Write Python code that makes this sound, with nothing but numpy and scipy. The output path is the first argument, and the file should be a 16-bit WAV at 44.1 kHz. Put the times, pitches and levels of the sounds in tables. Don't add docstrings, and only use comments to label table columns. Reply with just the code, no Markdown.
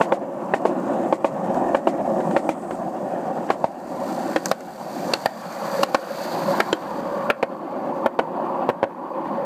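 import sys
import numpy as np
from scipy import signal
from scipy.fft import rfft, irfft, next_fast_len
from scipy.io import wavfile
from scipy.ndimage import uniform_filter1d, minimum_filter1d, map_coordinates

SR = 44100
rng = np.random.default_rng(int(sys.argv[2]) if len(sys.argv) > 2 else 0)


def inscribe(sig):
    pcm = np.round(np.clip(np.atleast_2d(sig).T, -1, 1) * 32767)
    wavfile.write(sys.argv[1], SR, pcm.astype(np.int16))


def gain_from_db(level_db):
    decades = np.asarray(level_db, float) / 20
    return 10 ** decades


N = 416744

# t/s, deck shaking level/dB, level of wheels turned to the microphone/dB
ROLL = [(0.0, -19.5, -1), (0.4, -23.5, -2), (0.75, -24, -1.5), (1.05, -26.5, -0.5), (1.8, -25, -1.5),
        (2.3, -26.5, 0.5), (2.9, -31.5, 2), (3.4, -28.5, 1), (3.8, -31.5, 6), (4.05, -29.5, 10.5),
        (4.6, -28.5, 14.5), (5.1, -27.5, 13.5), (5.7, -27.5, 15), (6.2, -22, 16), (6.6, -24, 11),
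        (6.9, -21, 6.5), (7.2, -26.5, 4.5), (7.6, -27, -1.5), (8.5, -27.5, -6), (9.45, -28.5, -3.5)]
# t/s, crouch [0-1], open view of the bearings [0-1]
POSE = [(0, 0.37, 0.34), (1.2, 0.22, 0.03), (2.5, 0, 0.16), (3.6, 0.08, 0.46), (4.2, 0.23, 0.65),
        (5, 0.17, 0.73), (5.6, 0.6, 0.85), (6.3, 0.46, 1), (7.2, 0.88, 0.87), (7.6, 0.76, 0.9),
        (9.45, 1, 1)]
# t/s, level/dB, length/s
MAIN_SWELLS = [(0.132, 13.5, 0.017), (2.25, 1, 0.3), (5.806, 5, 0.019), (6.728, -14, 0.041),
               (8.86, 6, 0.033), (9.05, 1, 0.036), (9.17, 3.5, 0.032), (9.413, -1, 0.064), (8.453, 0, 0.11),
               (9.247, -2, .05), (0.6, -7, .05), (7.306, 4.5, 0.037)]

# f/Hz, bandwidth/Hz, level/dB
BOOM = [(190, 54, 0.5), (239, 24, -5.5)]
BELLY = [(248, 79, 4), (364.4, 56, 3.5)]
RING = [(510.5, 41, 1), (636, 129, 3.5), (774, 93, 6)]
MAIN = [(556, 52, 0)]
EDGE = [(754, 230, 1), (990, 215, 5), (1098, 63, 8), (1169, 77, -2.5)]
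GRIND = [(1408, 276, 14.5), (1880, 140, -1.5), (2310, 4000, -4), (2840, 2730, 0)]
NOSE = [(1690, 300, -1.6), (1900, 160, -0.38)]
BEARING = [(4460, 270, -5), (4770, 350, 2)]
TRUCKS = [(4080, 850, 17.5), (7000, 5400, -6.5)]
SNAP = [(8000, 4700, 0.1), (13200, 2500, 0.1)]
STONE = [(4360, 470, 1), (6600, 810, 1), (7850, 910, -4.5), (13000, 1800, -11)]
CANOPY = [(2000, 450, 10.0), (4760, 2400, -2.5), (7400, 2300, 0.0)]
AIR = [(60, 70, 0)]
SOLE = [(8100, 750, 0)]

# f/Hz, level/dB
FAR = [(1940, -25), (3300, -15), (4030, -4), (4700, -2), (7460, 3.5), (9100, -1), (9700, -9), (11800, -8),
       (14600, -11.5), (15300, -16)]
# f/Hz, level/dB
NEAR = [(1940, -32), (3400, -7.5), (4100, -4), (4850, 1), (5300, -11), (5700, -8.5), (6300, -9),
        (8260, -13), (10000, -20), (12000, -12.5), (13400, -13.5), (15300, -17.5)]
# f/Hz, t60/s
WALL = [(200, .2), (2000, .14), (5000, .05), (10000, .03)]

# t/s, blow level/dB, wheel crack over the blow/dB, second wheel delay/ms, its level/dB
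FRONT = [(0.0096, -1.5, -10.5, 4.5, 0), (0.5359, -5.5, -12.5, 5, 0), (1.1245, -8, -15, 3.53, 2.5),
         (1.7459, -5.5, -14, 3.5, -2), (2.3627, -12, -7, 3.38, -4.5), (3.501, -9, -9.5, 2.62, 0),
         (4.3598, -10, -6, 3.9, -6.5), (5.1345, -13, -5.5, 1.97, -7), (5.8306, -6.5, -6.5, 3.7, -0.5),
         (6.6004, -9, 0.5, 2.76, 0), (7.2993, -8.5, 3, 4.84, 4), (8.059, -7.5, -10, 3.45, 1.5),
         (8.6886, -3.5, -10.5, 8.2, -1.5)]
# t/s, blow level/dB, wheel crack over the blow/dB, second wheel delay/ms, its level/dB
REAR = [(0.1205, -5.5, -11.5, 3.54, 3.5), (0.6512, -8.5, -14, 4.5, 0), (1.2438, -8, -16, 3.4, -2),
        (1.8701, -5.5, -17.5, 3.05, 1), (2.4894, -12, -12, 1.33, 0), (3.6406, -6.5, -22, 1.3, 2.5),
        (4.5127, -6, -4.5, 1.63, 2.5), (5.257, -6, -5.5, 1.41, 2), (5.9443, -3.5, -3, 3.6, 1),
        (6.7269, -10, -1.5, 2.03, 1.5), (7.4261, -8, -7.5, 4.14, 3.5), (8.1889, -6.5, -9, 4.23, -1.5),
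        (8.8281, -2.5, -13.5, 9.3, -3)]
# t/s, snap level/dB, low modes level/dB, main mode level/dB, snap top level/dB
TONE = [(0.0154, -43, -8, -2, 0.1), (0.1214, -50, 1, 2.5, 0.1), (0.5364, -50, -2, -10, 0.1),
        (0.6514, -50, 5, -0.5, -8), (1.1254, -51, 2, -3, 0.1), (1.2456, -46, -8, 2, 2),
        (1.7469, -44, 2, 2, 0.1), (1.8716, -42, 3, -6.5, 0.1), (2.3634, -45, 8, 6.5, 0.1),
        (2.4912, -33, -4, -1, 0.1), (3.5024, -38, 3, -9, 0.1), (3.6411, -52, -7, -1, -2),
        (4.3605, -49, 4.5, 2.5, -2), (4.5146, -18, 0.1, 2.5, 0.1), (5.1362, -24, 6.5, -0.5, -3),
        (5.2584, -19, -3, -6, -1), (5.8311, -18, 2, 1, 2), (5.9459, -37, 2, 0.1, -4),
        (6.6034, -26, 4, -2, 5), (6.7286, -48, 4.5, 0.1, -2), (7.2998, -28, 0.1, 10, 5),
        (7.4274, -40, -3, 4, 5), (8.0591, -31, 0.1, -2, 0.1), (8.1913, -42, 3, -2, 0.1),
        (8.6892, -33, 4, 2, 1), (8.8288, -44, 0.1, 2.5, -1)]
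# rattle level/dB, canopy scatter level/dB, belly level/dB
LOOSE = [(-5, 7.5, 2), (-11, 6, 7), (-9, 4, .1), (-4, 4, 13.5), (-11, 0, 11), (-13, 3.5, 2), (-18, -1, 4),
         (-13, -1, 8), (-1.5, 3.5, 5), (5, 4.5, 29), (0, 1, 4), (8, -6, 3), (-2.5, 4, 16), (0, -2, -5),
         (8, 11, 6), (-5, -3, -15), (3.5, 7, -5), (-3, .1, -10), (-4, 8, 7), (1.5, 3, 25), (-3, -5, -3),
         (5.5, -8, 7), (-1.5, -9, 2), (-0.5, -4, 10), (-8, -5, -1), (-2, -9, 2)]
# f/Hz, level/dB, second f/Hz, second level/dB
RINGING = [(1750, -14, 2800, -37), (2430, -36, 3300, -37), (1810, -17, 2570, -31), (2780, -44, 4770, -52),
           (2600, -49, 4700, -49), (1870, -34, 2460, -29), (1710, -18.5, 2760, -31), (2790, -34, 1930, -34),
           (1380, -22.5, 1640, -25), (2380, -25.5, 6000, -40), (2260, -43, 1000, -24),
           (905, -17.5, 1390, -31.5), (1810, -17.5, 3300, -32), (4800, -32, 3500, -36),
           (2750, -19.5, 4460, -19), (1790, -26, 4700, -20), (2830, -15.5, 1100, -8.5),
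           (4500, -26, 1050, -9), (2360, -26, 4800, -32), (3140, -12, 7200, -23), (1450, -12, 2410, -13),
           (2130, -18.5, 1820, -22), (1400, -20, 3200, -35), (2090, -30, 3100, -43), (3900, -41, 2400, -40),
           (3120, -39, 4440, -47)]
JOLTS = [-75, -68.5, -48.5, -70, -57, -54, -37, -54, -55, -48, -55, -53, -61, -62, -50.5, -43, -63, -57,
         -56, -44, -58, -48, -51, -39, -47, -44.5]
# f/Hz, level/dB, t60/s
STRUCK = [(228, -20, 0.1), (321, -15.5, 0.051), (540, -34, 0.035), (560, -1, 0.059), (665, 4, 0.024),
          (794, 2.5, 0.03), (908, 4.5, 0.022), (1073, -4.5, 0.042), (1440, -45, 0.0074), (1835, -18, 0.064)]
# t/s, grind level/dB, blow level/dB, tick level/dB, tick f/Hz
PEBBLES = [(0.5182, -44, 8, -57, 3610), (1.544, -41, 4, -2, 3960), (1.553, -53, 31, -22, 7900),
           (2.2026, -35.5, 19, -45, 3710), (2.31, -37, 22, -11, 2300), (2.708, -36, 21, -9, 8140),
           (3.489, -35, 4, -42, 4650), (4.4574, -29, 15, 15, 6330), (4.6062, -35.5, 23, 4, 4400),
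           (4.8452, -42, 17, -30, 1900), (5.7404, -38, -16, -8, 2700), (4.484, -46, 5, 15, 4830),
           (4.4675, -50, 5, 19, 7000), (4.4925, -50, 5, 18, 6000), (4.33, -40, 2, -10, 2600),
           (5.6012, -43, 5, -12, 2600), (6.8229, -34, 5, -12, 2600), (6.99, -37, 3, -12, 2600),
           (7.0678, -43, 5, -12, 2610), (2.7501, -48, 5, -8, 2600), (4.0881, -48, 5, -10, 2600),
           (4.5431, -46, 5, -12, 2600), (5.525, -47, 5, 11, 5000)]
# t/s, level/dB, length/s
GUSTS = [(1.25, -65, .1), (1.55, -52, 0.023), (2.05, -54, 0.1), (2.72, -55, 0.088), (1.66, -52, 0.1),
         (3.74, -70, 0.12), (3.1, -79, .3), (3.7, -66, 0.11), (14, -57, 0.06), (7, -51, 0.19),
         (4.7, -55, 0.083), (9.265, -63, 0.027), (3.9, -67, 0.14), (8.0, -69, 0.123)]
# t/s, level/dB
SCUFF = [
    (2.1, -91),
    (2.3, -59),
    (2.55, -56),
    (2.75, -56.5),
    (2.85, -94),
]
# t/s, level/dB, length/s
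HUMS = [
    (9.405, -21, 0.045),
    (6.5, -14.5, 0.025),
    (9.03, -35, 0.022),
    (7.1, -41, .02),
    (2.25, -36, 0.065),
]

BOOM_DB, BOOM_CROUCH_DB = -1.5, -4
BELLY_DB, BELLY_FOLLOWS = 0, -0.27
FREE_DB, FREE_CROUCH_DB = -1, 0.5
GRIND_DB, GRIND_FOLLOWS, GRIND_CROUCH_DB = -22.5, 0.47, 5.5
NOSE_DB, NOSE_CROUCH_DB = -26.5, -20
HISS_DB, BEARING_DB = -30, -12.5
RATTLE_DB, RATTLE_FOLLOWS, RATTLE_CROUCH_DB = -26, 1, 1.5
WHEEL_HZ, WHEEL_SPREAD_HZ = 2350, 150
LIFT, LIFT_S = 0.33, 0.00053
SNAP_DB, SNAP_S = 13, 0.013
RINGING_S, RINGING_LATE_S = 0.016, 0.002
CALM_DB = -78
JOLT_DB, JOLT_HZ, JOLT_S = -5, 60, 0.011
HUM_HZ = 556
TOP_HZ = 15280
CLACKS = sorted(FRONT + REAR)


def unit(x):
    return x / np.sqrt(np.mean(x ** 2) + 1e-20)


def along(points, hz):
    f, v = np.transpose(points)
    return np.interp(np.log(hz + 1), np.log(f + 1), v)


def curves(rows):
    s, *cols = np.transpose(rows)
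    return [np.interp(np.arange(N) / SR, s, c) for c in cols]


def hand():
    return np.clip(curves(POSE), 0, 1)


def wobble(rate):
    return map_coordinates(rng.standard_normal(int(N * rate / SR) + 4), [np.arange(N) * rate / SR])


def filtered(x, response):
    m = next_fast_len(N + SR // 8)
    return irfft(rfft(x, m) * response(np.fft.rfftfreq(m, 1 / SR)), m)[..., :N]


def modes(table, low_hz, high_hz):
    def edge(u):
        return 1 / (1 - u * u + 1j * np.sqrt(2) * u)

    def response(f):
        peaks = 0
        for k, (centre, width, db) in enumerate(table):
            resonance = 1j * f * width / (centre * centre - f * f + 1j * f * width)
            peaks = peaks + (-1) ** k * gain_from_db(db) * resonance
        high_pass = (edge(f / low_hz) * (f / low_hz) ** 2) ** 2
        return peaks * edge(f / high_hz) * high_pass

    return response


def shaken(force, table, low_hz, high_hz):
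    return unit(filtered(force, modes(table, low_hz, high_hz)))


def place(track, s, sound):
    track[round(s * SR):][:len(sound)] += sound


def ground(bumps_db, grit_db, patchy_db):
    z = signal.stft(rng.standard_normal(N), nperseg=1024)[2]
    field = uniform_filter1d(rng.standard_normal(z.shape), size=5, axis=0)
    field = uniform_filter1d(field, size=16, axis=1)
    noise = signal.istft(z * gain_from_db(patchy_db * unit(field)), nperseg=1024)[1][:N]
    return noise * gain_from_db(bumps_db * wobble(35) + grit_db * wobble(260))


def rolling():
    ring_db, facing_db = curves(ROLL)
    crouch, view = hand()
    t = np.arange(N) / SR
    front = ground(bumps_db=1.54, grit_db=1.2, patchy_db=1.94)
    rear = ground(bumps_db=1.54, grit_db=1.2, patchy_db=1.94)
    fizz = ground(bumps_db=0.9, grit_db=1.3, patchy_db=1.2)

    boom_db = ring_db + BOOM_DB + BOOM_CROUCH_DB * crouch
    belly_db = boom_db + BELLY_DB + BELLY_FOLLOWS * facing_db
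    boom = gain_from_db(boom_db - 4.5) * shaken(rear, BOOM, low_hz=121.0, high_hz=306)
    belly = gain_from_db(belly_db) * shaken(front, BELLY, low_hz=205, high_hz=480)

    free_db = FREE_DB + FREE_CROUCH_DB * crouch
    for s, db, long in MAIN_SWELLS:
        free_db = free_db + db * np.exp(-((t - s) / long) ** 2)
    ring = gain_from_db(-3.0 - 5.3 * crouch) * shaken(front, RING, low_hz=343, high_hz=1150)
    main = gain_from_db(free_db - 4 + 0.4 * wobble(8.2)) * shaken(rear, MAIN, low_hz=224, high_hz=1160)
    edge = gain_from_db(-13.5 + 9.5 * crouch) * shaken(rear, EDGE, low_hz=457, high_hz=1360)
    deck = gain_from_db(ring_db + 2.5) * (ring + main + edge)

    grind_db = ring_db + GRIND_DB + GRIND_FOLLOWS * facing_db + GRIND_CROUCH_DB * crouch
    nose_db = ring_db + NOSE_DB + NOSE_CROUCH_DB * crouch
    grind = gain_from_db(grind_db + 2.5) * shaken(3.1 * front + fizz, GRIND, low_hz=940, high_hz=3900)
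    nose = gain_from_db(nose_db) * shaken(front, NOSE, low_hz=1400, high_hz=1950)

    far = unit(filtered(fizz, lambda hz: gain_from_db(along(FAR, hz))))
    near = unit(filtered(fizz, lambda hz: gain_from_db(along(NEAR, hz))))
    near = near + gain_from_db(BEARING_DB) * shaken(fizz, BEARING, low_hz=3270, high_hz=5600)
    hiss = gain_from_db(ring_db + HISS_DB + facing_db + 1.5) * (view * near + (1 - view) * far)
    return boom + belly + deck + grind + nose + hiss


def moving_air():
    t = np.arange(N) / SR
    swell = gain_from_db(CALM_DB) + sum(gain_from_db(db) * np.exp(-((t - s) / long) ** 2) for s, db, long in GUSTS)
    lumps = rng.standard_normal(N) * gain_from_db(2.5 * wobble(14))
    return swell * shaken(lumps, AIR, low_hz=20, high_hz=110)


def contacts():
    rattle_over_db = RATTLE_DB + RATTLE_FOLLOWS * np.maximum(curves(ROLL)[1], 0) + RATTLE_CROUCH_DB * hand()[0]
    events = []  # t/s, push, grind, rattle and note level/dB, note f/Hz, colour levels/dB
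    for (s, db, crack, late_ms, late_db), tone, (loose, scatter_db, belly_db) in zip(CLACKS, TONE, LOOSE):
        hz = WHEEL_HZ + WHEEL_SPREAD_HZ * rng.standard_normal()
        crack_db = db + crack
        rattle_db = crack_db + loose + rattle_over_db[round(s * SR)]
        colour = (*tone[1:], scatter_db, belly_db)
        first_s = s + 0.0008
        second_s = first_s + late_ms / 1000
        events.append((first_s, db, crack_db, rattle_db, crack_db, hz, colour))
        events.append((second_s, db + late_db, crack_db - 6.0, rattle_db - 0.5, crack_db - 0.5, hz, colour))
    for s, db, blow, tick, hz in PEBBLES:
        events.append((s, db + blow - 10.0, db + 2.5, -120, db + tick - 19.0, hz, (-120, 0, -1, 0, 4, 0)))
    return events


def struck_deck(t, jitter, low_db, main_db, belly_db):
    ring = np.zeros(len(t))
    for k, (f, db, t60) in enumerate(STRUCK):
        if k == 0:
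            colour_db = low_db
        elif f < 400:
            colour_db = low_db + belly_db
        else:
            colour_db = main_db if f < 600 else 0
        level_db = db + colour_db + 3.1 * np.clip(jitter[k], -1.3, 0.9)
        ring += np.sign(400 - f) * gain_from_db(level_db - 60 * t / t60) * np.sin(2 * np.pi * f * t)
    return ring


def clacks():
    deck, grind, note, rattle, echo, snap, top = np.zeros((7, N + SR))
    t = np.arange(SR // 14) / SR
    soft = t / 0.00018 * np.exp(1 - t / 0.00019)
    struck = np.interp(t - LIFT_S, t, soft, left=0)
    rise = 1 - np.exp(-t / 0.002)
    scatter = t / 0.017 * np.exp(1 - t / 0.017) * (1 - t / t[-1])
    for s, push_db, grind_db, rattle_db, note_db, hz, colour in contacts():
        snap_db, low_db, main_db, top_db, scatter_db, belly_db = colour
        a, b, c, d = rng.standard_normal((4, len(t)))
        push = struck - LIFT * soft + 0.17 * a * gain_from_db(-60 * t / 0.051)
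        ring = struck_deck(t, d, low_db, main_db, belly_db)
        place(deck, s, gain_from_db(push_db) * signal.fftconvolve(push, ring)[:len(t)])
        place(grind, s, gain_from_db(grind_db) * rise * b * gain_from_db(-60 * t / 0.028))
        tone = np.sin(2 * np.pi * hz * t[:300]) * gain_from_db(-60 * t[:300] / 0.0025)
        burst = rise * b * gain_from_db(-60 * t / 0.021)
        place(note, s, gain_from_db(note_db) * signal.fftconvolve(burst, tone)[:len(t)])
        place(rattle, s, gain_from_db(rattle_db) * rise * c * gain_from_db(-60 * t / 0.014))
        snap_fall = rise * gain_from_db(snap_db + SNAP_DB - 60 * t / SNAP_S)
        place(snap, s, snap_fall * a)
        place(top, s, gain_from_db(top_db) * snap_fall * c)
        place(echo, s, gain_from_db(push_db + scatter_db) * d * scatter)
    body = gain_from_db(-27.5) * signal.sosfilt(signal.butter(3, 140, "high", fs=SR, output="sos"), deck[:N])
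    wheels = gain_from_db(13.0) * filtered(grind[:N], modes(GRIND, low_hz=920, high_hz=3730)) + gain_from_db(-12.0) * note[:N]
    trucks = gain_from_db(16) * filtered(rattle[:N], modes(TRUCKS, low_hz=2540, high_hz=14700))
    tyre = filtered(snap[:N], modes(SNAP[:1], low_hz=5900, high_hz=11000))
    tyre = tyre + gain_from_db(3.5) * filtered(top[:N], modes(SNAP[1:], low_hz=9500, high_hz=16900))
    canopy_db = -24.5 - 14 * hand()[0]
    canopy = gain_from_db(canopy_db) * filtered(echo[:N], modes(CANOPY, low_hz=1300, high_hz=9200))
    return body + wheels + trucks + tyre + canopy


def ringing_wheels():
    note = np.zeros(N + SR)
    t = np.arange(SR // 14) / SR
    fall = gain_from_db(28.0 - 60 * t / RINGING_S) * (1 - np.exp(-t / 0.00067))
    for (s, *_), (hz, db, hz2, db2) in zip(CLACKS, RINGING):
        pair = gain_from_db(db) * np.sin(2 * np.pi * hz * t) + gain_from_db(db2) * np.sin(2 * np.pi * hz2 * t)
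        place(note, s + RINGING_LATE_S, fall * pair)
    return gain_from_db(-12.0) * note[:N]


def hand_jolts():
    t, jolts = np.arange(SR // 20) / SR, np.zeros(N)
    for (s, *_), db in zip(TONE, JOLTS):
        jolts[round(s * SR)] = gain_from_db(db + JOLT_DB)
    thump = np.exp(-((t - JOLT_S) / JOLT_S) ** 2) * np.sin(2 * np.pi * JOLT_HZ * t)
    return signal.fftconvolve(jolts, thump)[:N]


def walls(x):
    hz, t, z = signal.stft(rng.standard_normal(SR // 3), SR, nperseg=256)
    tail = signal.istft(z * gain_from_db(-60 * t / along(WALL, hz)[:, None]), SR, nperseg=256)[1]
    delayed = np.pad(x, (400, 0))
    return signal.fftconvolve(delayed, tail / np.linalg.norm(tail))[:N]


def stone_chips():
    chips = np.zeros(N + SR)
    t = np.arange(SR // 14) / SR
    for s, db, _, tick_db, _ in PEBBLES:
        place(chips, s, gain_from_db(db + tick_db - 60 * t / 0.013) * rng.standard_normal(len(t)))
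    return gain_from_db(14.5) * filtered(chips[:N], modes(STONE, low_hz=3600, high_hz=15000))


def scuff():
    return gain_from_db(curves(SCUFF)[0]) * shaken(rng.standard_normal(N), SOLE, low_hz=6000, high_hz=9400)


def hum():
    t = np.arange(N) / SR
    swell = sum(gain_from_db(db) * np.exp(-((t - s) / long) ** 4) for s, db, long in HUMS)
    return swell * gain_from_db(0.97 * wobble(45)) * np.sin(2 * np.pi * HUM_HZ * t + 1.0 * wobble(30))


def scene():
    hits = clacks() + ringing_wheels() + stone_chips()
    echoes = gain_from_db(-21.5) * walls(hits)
    hiss = gain_from_db(-73.0) * rng.standard_normal(N)
    return (rolling() + moving_air() + hits + hand_jolts() + echoes + scuff() + hum() + hiss)[None]


def band_limit(x):
    return signal.sosfilt(signal.butter(12, 15990, fs=SR, output="sos"), x)


def record(dry):
    need_db = np.minimum(0, -3.2 - 20 * np.log10(np.abs(dry[0]) + 1e-9))
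    climb_db = 22 * np.arange(N) / SR
    held_db = climb_db + np.minimum.accumulate(need_db - climb_db)
    ahead_db = uniform_filter1d(minimum_filter1d(held_db, size=65), size=33)
    levelled = dry * gain_from_db(np.minimum(ahead_db, 0)) + gain_from_db(-69.5) * rng.standard_normal(N)

    def band(hz):
        return np.where(hz < TOP_HZ, 1, gain_from_db(np.maximum(-20 - (hz - TOP_HZ) / 4, -44)))

    return band_limit(filtered(levelled, band))


dry = scene()
out = record(dry)
inscribe(out)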